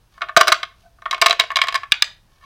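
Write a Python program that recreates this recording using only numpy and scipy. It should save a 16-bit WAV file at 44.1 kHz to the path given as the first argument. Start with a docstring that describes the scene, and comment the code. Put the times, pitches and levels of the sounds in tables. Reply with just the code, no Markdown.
"""A wooden drop toy is tilted by hand close to the microphone. After a faint slide, loose pieces tumble:
each knock rings the frame and makes the clear plastic panes give a short crack. In a lull a piece slides
and squeaks faintly, then a longer run of knocks follows. Near 2 s the fall ends with two sharp clicks
against a peg, and soft rubbing comes last. All along, a small room echoes and the hardest knocks
overload the microphone."""
import sys
import numpy as np
from scipy import signal
from scipy.fft import rfft, irfft
from scipy.io import wavfile
from scipy.ndimage import uniform_filter1d

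SR = 44100
rng = np.random.default_rng(int(sys.argv[2]) if len(sys.argv) > 2 else 0)


def generate_wav(signal):
    """Clip the signal to [-1, 1] and save it as 16-bit WAV at the path in sys.argv[1]."""
    frames = np.transpose(np.atleast_2d(signal))
    scaled = np.clip(frames, -1, 1) * 32767
    pcm = np.round(scaled).astype(np.int16)
    wavfile.write(sys.argv[1], SR, pcm)


N = 108045
TIME = np.arange(N) / SR
PEG_RISE_S = 0.00053
PLAIN = (0, 0, 0)  # a hit's tone colour: no extra thud, clack or tick

# The panes' short ring; a fade time is the time to fall by 60 dB.
# (pitch [Hz], relative level [dB], fade time [s])
PANE_BANDS = [(470, -36, 0.015), (697, -36, 0.035), (1210, -13.5, 0.029), (2100, -11.5, 0.042),
              (2620, -7, 0.028), (4340, -10, 0.021), (5620, -15.5, .017), (9280, -24.5, .014),
              (14300, -31.5, 0.024)]


def amp(db):
    """Turn decibels into a volume factor."""
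    return 10 ** (np.asarray(db) / 20)


def unit(x):
    """Scale a sound to an average power of one."""
    return x / np.sqrt(np.mean(x ** 2))


def noise_bands(table):
    """Fresh noise, split into overlapping bands around the pitches in the table's first column."""
    log_hz = np.log(np.maximum(np.arange(N // 2 + 1) * SR / N, 1))
    centres = np.log([row[0] for row in table])
    bass_cut = np.exp(4 * np.minimum(log_hz - centres[0] + np.log(2) / 2, 0))
    spectrum = rfft(rng.standard_normal(N)) * bass_cut
    return [irfft(spectrum * np.sqrt(np.interp(log_hz, centres, share)), N)
            for share in np.eye(len(table))]


def noise(table):
    """Steady noise with its own level in each band."""
    return sum(amp(db) * unit(band) for (_, db), band in zip(table, noise_bands(table)))


def add(out, start, sound):
    """Mix a sound in at its start time."""
    i = max(int(start * SR), 0)
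    out[i:i + len(sound)] += sound[:max(len(out) - i, 0)]


def swell(start, length):
    """A smooth rise and fall."""
    return np.sin(np.pi * np.clip((TIME - start) / length, 0, 1))


def contact_db(hz, thud, clack, tick):
    """How much a hit boosts one pitch: heavy hits thud, hard ones clack and tick."""
    # Where the thud, two unchanged middle points, the clack and the tick lie: (pitch [Hz])
    pitches = [700, 1050, 1750, 3000, 7000]
    return np.interp(np.log(hz), np.log(pitches), [thud, 0, 0, clack, tick])


def ring(tones, colour, rise_s, detune=0.009, scatter_db=1.5):
    """A struck object rings with its own fading tones, a little differently at every blow."""
    t = TIME[:SR // 4]
    out = 0
    for hz, db, fade_s in tones:
        strength, mistune = rng.standard_normal(2)
        phase = 2 * np.pi * (hz * (1 + detune * mistune) * t + rng.random())
        level = amp(db + contact_db(hz, *colour) + scatter_db * strength)
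        out = out + level * np.exp(-np.log(1000) * t / fade_s) * np.sin(phase)
    return (1 - np.exp(-t / rise_s)) * out


def background():
    """The quiet room's steady rumble and hiss."""
    # Room noise: (pitch [Hz], level [dB])
    hush = [(25, -56), (60, -62.5), (125, -66.5), (230, -78), (450, -74), (1150, -72.5), (2000, -79),
            (3500, -73), (7000, -78), (13000, -75)]
    return noise(hush)


def sliding(grain_db=3):
    """Pieces and fingers rub over the toy, making an uneven hiss that stirs the frame."""
    # Each rub: (time [s], length [s], hiss level [dB], frame level [dB])
    slides = [(0.102, .11, -62.5, -62.5), (0.732, 0.17, -63.5, -70), (2.269, 0.17, -66, -63.5),
              (2.405, 0.13, -60.5, -47)]
    # The tone colour of the hiss: (pitch [Hz], relative level [dB])
    hiss_bands = [(500, -22), (1150, -6), (2000, -9), (3500, 1), (7000, -10), (13000, -9.5)]
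    grain = amp(grain_db * unit(uniform_filter1d(rng.standard_normal(N), size=250)))
    hiss = unit(noise(hiss_bands) * grain)
    stirred = unit(signal.fftconvolve(hiss, frame_ring(1.0, PLAIN))[:N])
    return sum((amp(hiss_db) * hiss + amp(frame_db) * stirred) * swell(start, length)
               for start, length, hiss_db, frame_db in slides)


def frame_ring(place, colour):
    """The wooden frame's mix of tones depends on where it is hit, from top (0) to bottom (1)."""
    # The frame's own tones: (pitch [Hz])
    pitches = [366, 452, 641, 688, 1095, 1212, 1390, 1530, 1755, 2195, 2810, 3235, 3925, 4875, 5880]
    # For each tone: (relative level hit at the top [dB], the same at the bottom [dB], fade time [s])
    responses = [(-28, -35, .16), (-33, -28, 0.11), (-17, -22, 0.12), (-7, -10, 0.051), (0.5, 2.5, 0.056),
                 (5, -11, .05), (0.5, -16.5, .04), (6.5, -18, 0.034), (-1, 1.5, 0.034), (-3, -1, 0.044),
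                 (-17.5, -5.5, 0.031), (-12, -8.5, 0.041), (0, -5, 0.023), (-14, -9, 0.032),
                 (-9.5, -19.5, 0.024)]
    tones = [(hz, np.interp(place, [0, 1], [top, bottom]), fade_s)
             for hz, (top, bottom, fade_s) in zip(pitches, responses)]
    return ring(tones, colour, rise_s=0.0013)


def pane_crack(pane_noise, start, colour, rise_s=0.0006, hold_s=0.0012):
    """The panes' crowded tones blur into a burst of noise that holds an instant and dies."""
    i = max(int(start * SR), 0)
    t = TIME[:min(SR // 8, N - i)]
    decay = -np.log(1000) * np.maximum(t - hold_s, 0)
    burst = sum(amp(db + contact_db(hz, *colour)) * np.exp(decay / fade_s) * band[i:i + len(t)]
                for (hz, db, fade_s), band in zip(PANE_BANDS, pane_noise))
    return (1 - np.exp(-t / rise_s)) * burst


def chatter(pane_noise, start, colour, bounces=2, gap_s=0.0083, step_db=-17.5):
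    """After a knock the piece bounces at uneven gaps, each time more weakly."""
    # A bounce is a softer hit: (extra thud [dB], extra clack [dB], extra tick [dB])
    softening = (-7.5, -2, -2)
    out = np.zeros(SR // 4)
    delays = np.cumsum(gap_s * (.5 + rng.random(bounces)))
    for k, delay in enumerate(delays, 1):
        add(out, delay, amp(k * step_db) * pane_crack(pane_noise, start + delay, np.add(colour, softening)))
    return out


def knocks(pane_noise, frame_db=-2.5, pane_db=-4):
    """Tumbling pieces ring the frame, sound the panes and bounce."""
    # Each knock: (time [s], relative level [dB], extra thud [dB], extra clack [dB], extra tick [dB],
    # place [0 top to 1 bottom])
    hits = [(0.178, -35, -1, -18.5, -11.5, 0.28), (0.208, -31, 1, -9, -12.5, 0.1),
            (0.218, -14.5, -1, 2.5, -10, 0.051), (0.231, -21, 3, -22, -18, 0.22),
            (0.286, -29, 5, 1.5, -10, 0.081), (0.293, -21.5, 1.5, -13, -16, 0.12),
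            (0.3644, -0.5, -10.5, -2.0, -0.5, 0.028), (0.371, -12.5, 19.5, 10, 20, 0.14),
            (0.377, -10, 5.5, -6.5, -12, 0.083), (0.403, -15, 12.5, -1, -1.5, 0.14),
            (0.41, -1.5, 0, 1, 9, 0.071), (0.472, -13, 3.5, -0.5, 8.5, 0.076),
            (0.48, -7, 3.5, -9, 12.5, 0.15), (0.485, -10.5, 9.5, 5, 0.5, 0.084),
            (0.519, -7, -11, 1.5, 4.5, 0.1), (0.523, -7, 1, 5.5, 13, 0.084),
            (0.63, -15.5, -4, 4.5, -2, 0.33), (0.986, -48.5, 4.0, -27, -8.0, 0.097),
            (1.02, -34, 1, -9.5, -4.5, 0.12), (1.056, -20.5, 4, 0.5, -35, 0.6),
            (1.06, -14.5, -23, -33, -12.5, 0.37), (1.1105, -19, 2.5, 10.5, 10.5, 0.28),
            (1.128, -12, -8, -13, -5, 0.41), (1.133, -16.5, -5.5, -9, -13.5, 0.79),
            (1.144, -21.5, 6, 8.5, 0.5, 0.49), (1.179, -28, -1.5, -4.5, -0.5, 0.37),
            (1.215, -12.5, 3.5, 5.5, 19.5, 0.93), (1.221, -3.5, 7.5, -2.5, 4, 0.35),
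            (1.243, -18, -15, 3, -19, 0.6), (1.26, -5, 4, 4.5, 4, 0.5),
            (1.265, -8.5, -11, -3.5, 12.5, 0.21), (1.282, -18.5, 3, 8.5, -2, 0.84),
            (1.296, -16.5, 12, 5, 11.5, 0.32), (1.308, -12, 6, 13.5, 3, 0.36),
            (1.327, -14.5, 4, -2.5, 5, 0.5), (1.393, -15, -2, 1, -15.5, 0.56),
            (1.397, -8.5, 4.5, 12, 8, 0.76), (1.407, -10.5, -13.5, -3.5, -2, 0.9),
            (1.437, -24, 7, 1, -2, 0.6), (1.5036, -15.5, -4.5, -6, -15, 0.98),
            (1.516, -15, -4.5, -19.5, -6.5, 0.88), (1.558, -14, -1, 9.5, 8.5, 1),
            (1.5675, -8, -4, -3, 5.0, 0.6), (1.587, -15.5, -3.5, 2, -10.5, 0.44), (1.6158, -9, -7, 8, 3, 1),
            (1.627, -22, -2, -3, -1, .9), (1.638, -16.5, 2, -7.5, 1.5, 0.52),
            (1.647, -22.5, -11, -8, -23.5, 0.8), (1.6705, -18.5, -11, -4, 0, 0.99),
            (1.684, -10.5, -4.5, 3, 0.0, 0.76), (1.724, -22.5, 5, 1.5, 4.5, 0.93),
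            (1.743, -17, 3, 2.5, 6, 1), (1.751, -9, -7, -11.5, -4.5, 0.78), (1.756, -13, -32.5, 1, 6, 0.61),
            (1.833, -21, -7, -7.5, -12, 0.76)]
    frame, panes = np.zeros(N), np.zeros(N)
    for start, db, *colour, place in hits:
        add(frame, start, amp(db + frame_db) * frame_ring(place, colour))
        add(panes, start, amp(db + pane_db) * pane_crack(pane_noise, start, colour))
        add(panes, start, amp(db + pane_db) * chatter(pane_noise, start, colour))
    return frame, panes


def piece_notes(fade_s=0.039):
    """A piece that lands squarely rings with a short note of its own."""
    # Each note: (time [s], pitch [Hz], level [dB])
    notes = [(.41, 2170, -3), (1.1114, 3950, -12.5), (1.221, 2283, -5), (1.26, 4020, -8.5),
             (1.308, 3946, -6.5), (1.397, 3874, -2.5), (1.558, 4020, -9), (1.6158, 2270, -6)]
    out = np.zeros(N)
    for start, hz, db in notes:
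        add(out, start, ring([(hz, db, fade_s)], PLAIN, PEG_RISE_S))
    return out


def squeak(start_s=0.829, length_s=0.062, level_db=-50):
    """A sliding piece briefly makes the frame sing."""
    # Two narrow bands of noise: (pitch [Hz], width [Hz], relative level [dB])
    tones = [(702, 60, -1.5), (1514, 45, -7.5)]
    out = 0
    for hz, width, db in tones:
        band = signal.butter(2, [hz - width / 2, hz + width / 2], "band", fs=SR, output="sos")
        out = out + amp(db) * unit(signal.sosfilt(band, rng.standard_normal(N)))
    return amp(level_db) * swell(start_s, length_s) * out


def peg_clicks(pane_noise, peg_db=-7.5, pane_db=-6.5):
    """A piece snaps against a peg, which rings while the panes crack."""
    # Two sharp clicks and two faint ones:
    # (time [s], relative level [dB], extra thud [dB], extra clack [dB], extra tick [dB])
    clicks = [(1.914, -29, 0, -8, -2), (1.92, -2.5, 1, 10, 2.5), (2.0221, -3, 5, 5.5, 9.5),
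              (2.073, -23, 11, -27, -14)]
    # A peg's own tones: (pitch [Hz])
    pitches = [1185, 1680, 2372, 2800, 3310, 3520, 3810, 4880, 6000, 14400]
    # For each tone: (relative level [dB], fade time [s])
    responses = [(-11, 0.066), (-2, 0.036), (1.5, 0.028), (-5, 0.03), (-6.5, 0.022), (-2.5, 0.031),
                 (3, 0.0097), (0.5, 0.018), (-14.5, 0.025), (-23.5, .016)]
    tones = [(hz, db, fade_s) for hz, (db, fade_s) in zip(pitches, responses)]
    pegs, panes = np.zeros(N), np.zeros(N)
    for start, db, *colour in clicks:
        add(pegs, start, amp(db + peg_db) * ring(tones, colour, PEG_RISE_S))
        add(panes, start, amp(db + pane_db) * pane_crack(pane_noise, start, colour))
    return pegs, panes


def room_echo(sound, positions=12, delay_s=0.012, build_s=0.0024):
    """The room's wash of echoes loses its treble first and changes as the toy is moved."""
    # The echo's bands: (pitch [Hz], relative level [dB])
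    echo_bands = [(150, -20.5), (370, -12.5), (700, -16.5), (1200, -19), (2200, -20), (4000, -22),
                  (8000, -26.5)]
    # For each band: (fade time [s])
    fade_times = [.45, .36, .34, .3, .29, .26, .22]
    size = 3 * SR // 4
    t = np.maximum(TIME[:size] - delay_s, 0)
    fades = [(1 - np.exp(-t / build_s)) * np.exp(-np.log(1000) * t / fade_s) for fade_s in fade_times]
    fades = np.array([amp(db) * fade / np.sqrt(np.sum(fade ** 2))
                      for (_, db), fade in zip(echo_bands, fades)])
    bands = np.array(noise_bands(echo_bands))
    out = np.zeros(N)
    for k, share in enumerate(np.eye(positions)):
        i = k * (N - size) // positions  # each position has its own stretch of noise
        echo = np.sum(fades * bands[:, i:i + size], axis=0)
        nearness = np.interp(TIME, np.linspace(0, TIME[-1], positions), share)
        out += signal.fftconvolve(sound * np.sin(np.pi / 2 * nearness), echo)[:N]
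    return out


def wall_echo(sound, delay_s=0.0205, level_db=-19.5, top_hz=4970):
    """A near wall sends back one duller copy."""
    out = np.zeros(N)
    add(out, delay_s, amp(level_db) * signal.lfilter(*signal.butter(2, top_hz, fs=SR), sound))
    return out


def scene():
    """The toy, too small to give off bass, in a quiet room."""
    pane_noise = [unit(band) for band in noise_bands(PANE_BANDS)]
    rubbing = sliding() + squeak()
    frame, knocked_panes = knocks(pane_noise)
    pegs, clicked_panes = peg_clicks(pane_noise)
    small_parts = piece_notes() + pegs
    panes = knocked_panes + clicked_panes
    direct = rubbing + frame + small_parts + panes
    # The broad panes fill the room more than the narrow frame and pegs do.
    into_room = rubbing + amp(-0.5) * frame + amp(-5) * small_parts + amp(3.5) * panes
    toy = direct + room_echo(into_room) + wall_echo(into_room)
    bass_cut = signal.butter(2, 340, "high", fs=SR, output="sos")
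    return (signal.sosfilt(bass_cut, toy) + background())[None]


def record(dry, overload=0.99, low_cut_hz=45, top_hz=16000):
    """The microphone clips the hardest knocks, thins the deep bass and cuts the highest treble."""
    clipped = np.clip(dry, -overload, overload)
    thinned = signal.lfilter(*signal.butter(1, low_cut_hz, "high", fs=SR), clipped)
    return signal.sosfilt(signal.ellip(8, .2, 70, top_hz, fs=SR, output="sos"), thinned)


dry = scene()
out = record(dry)
generate_wav(out)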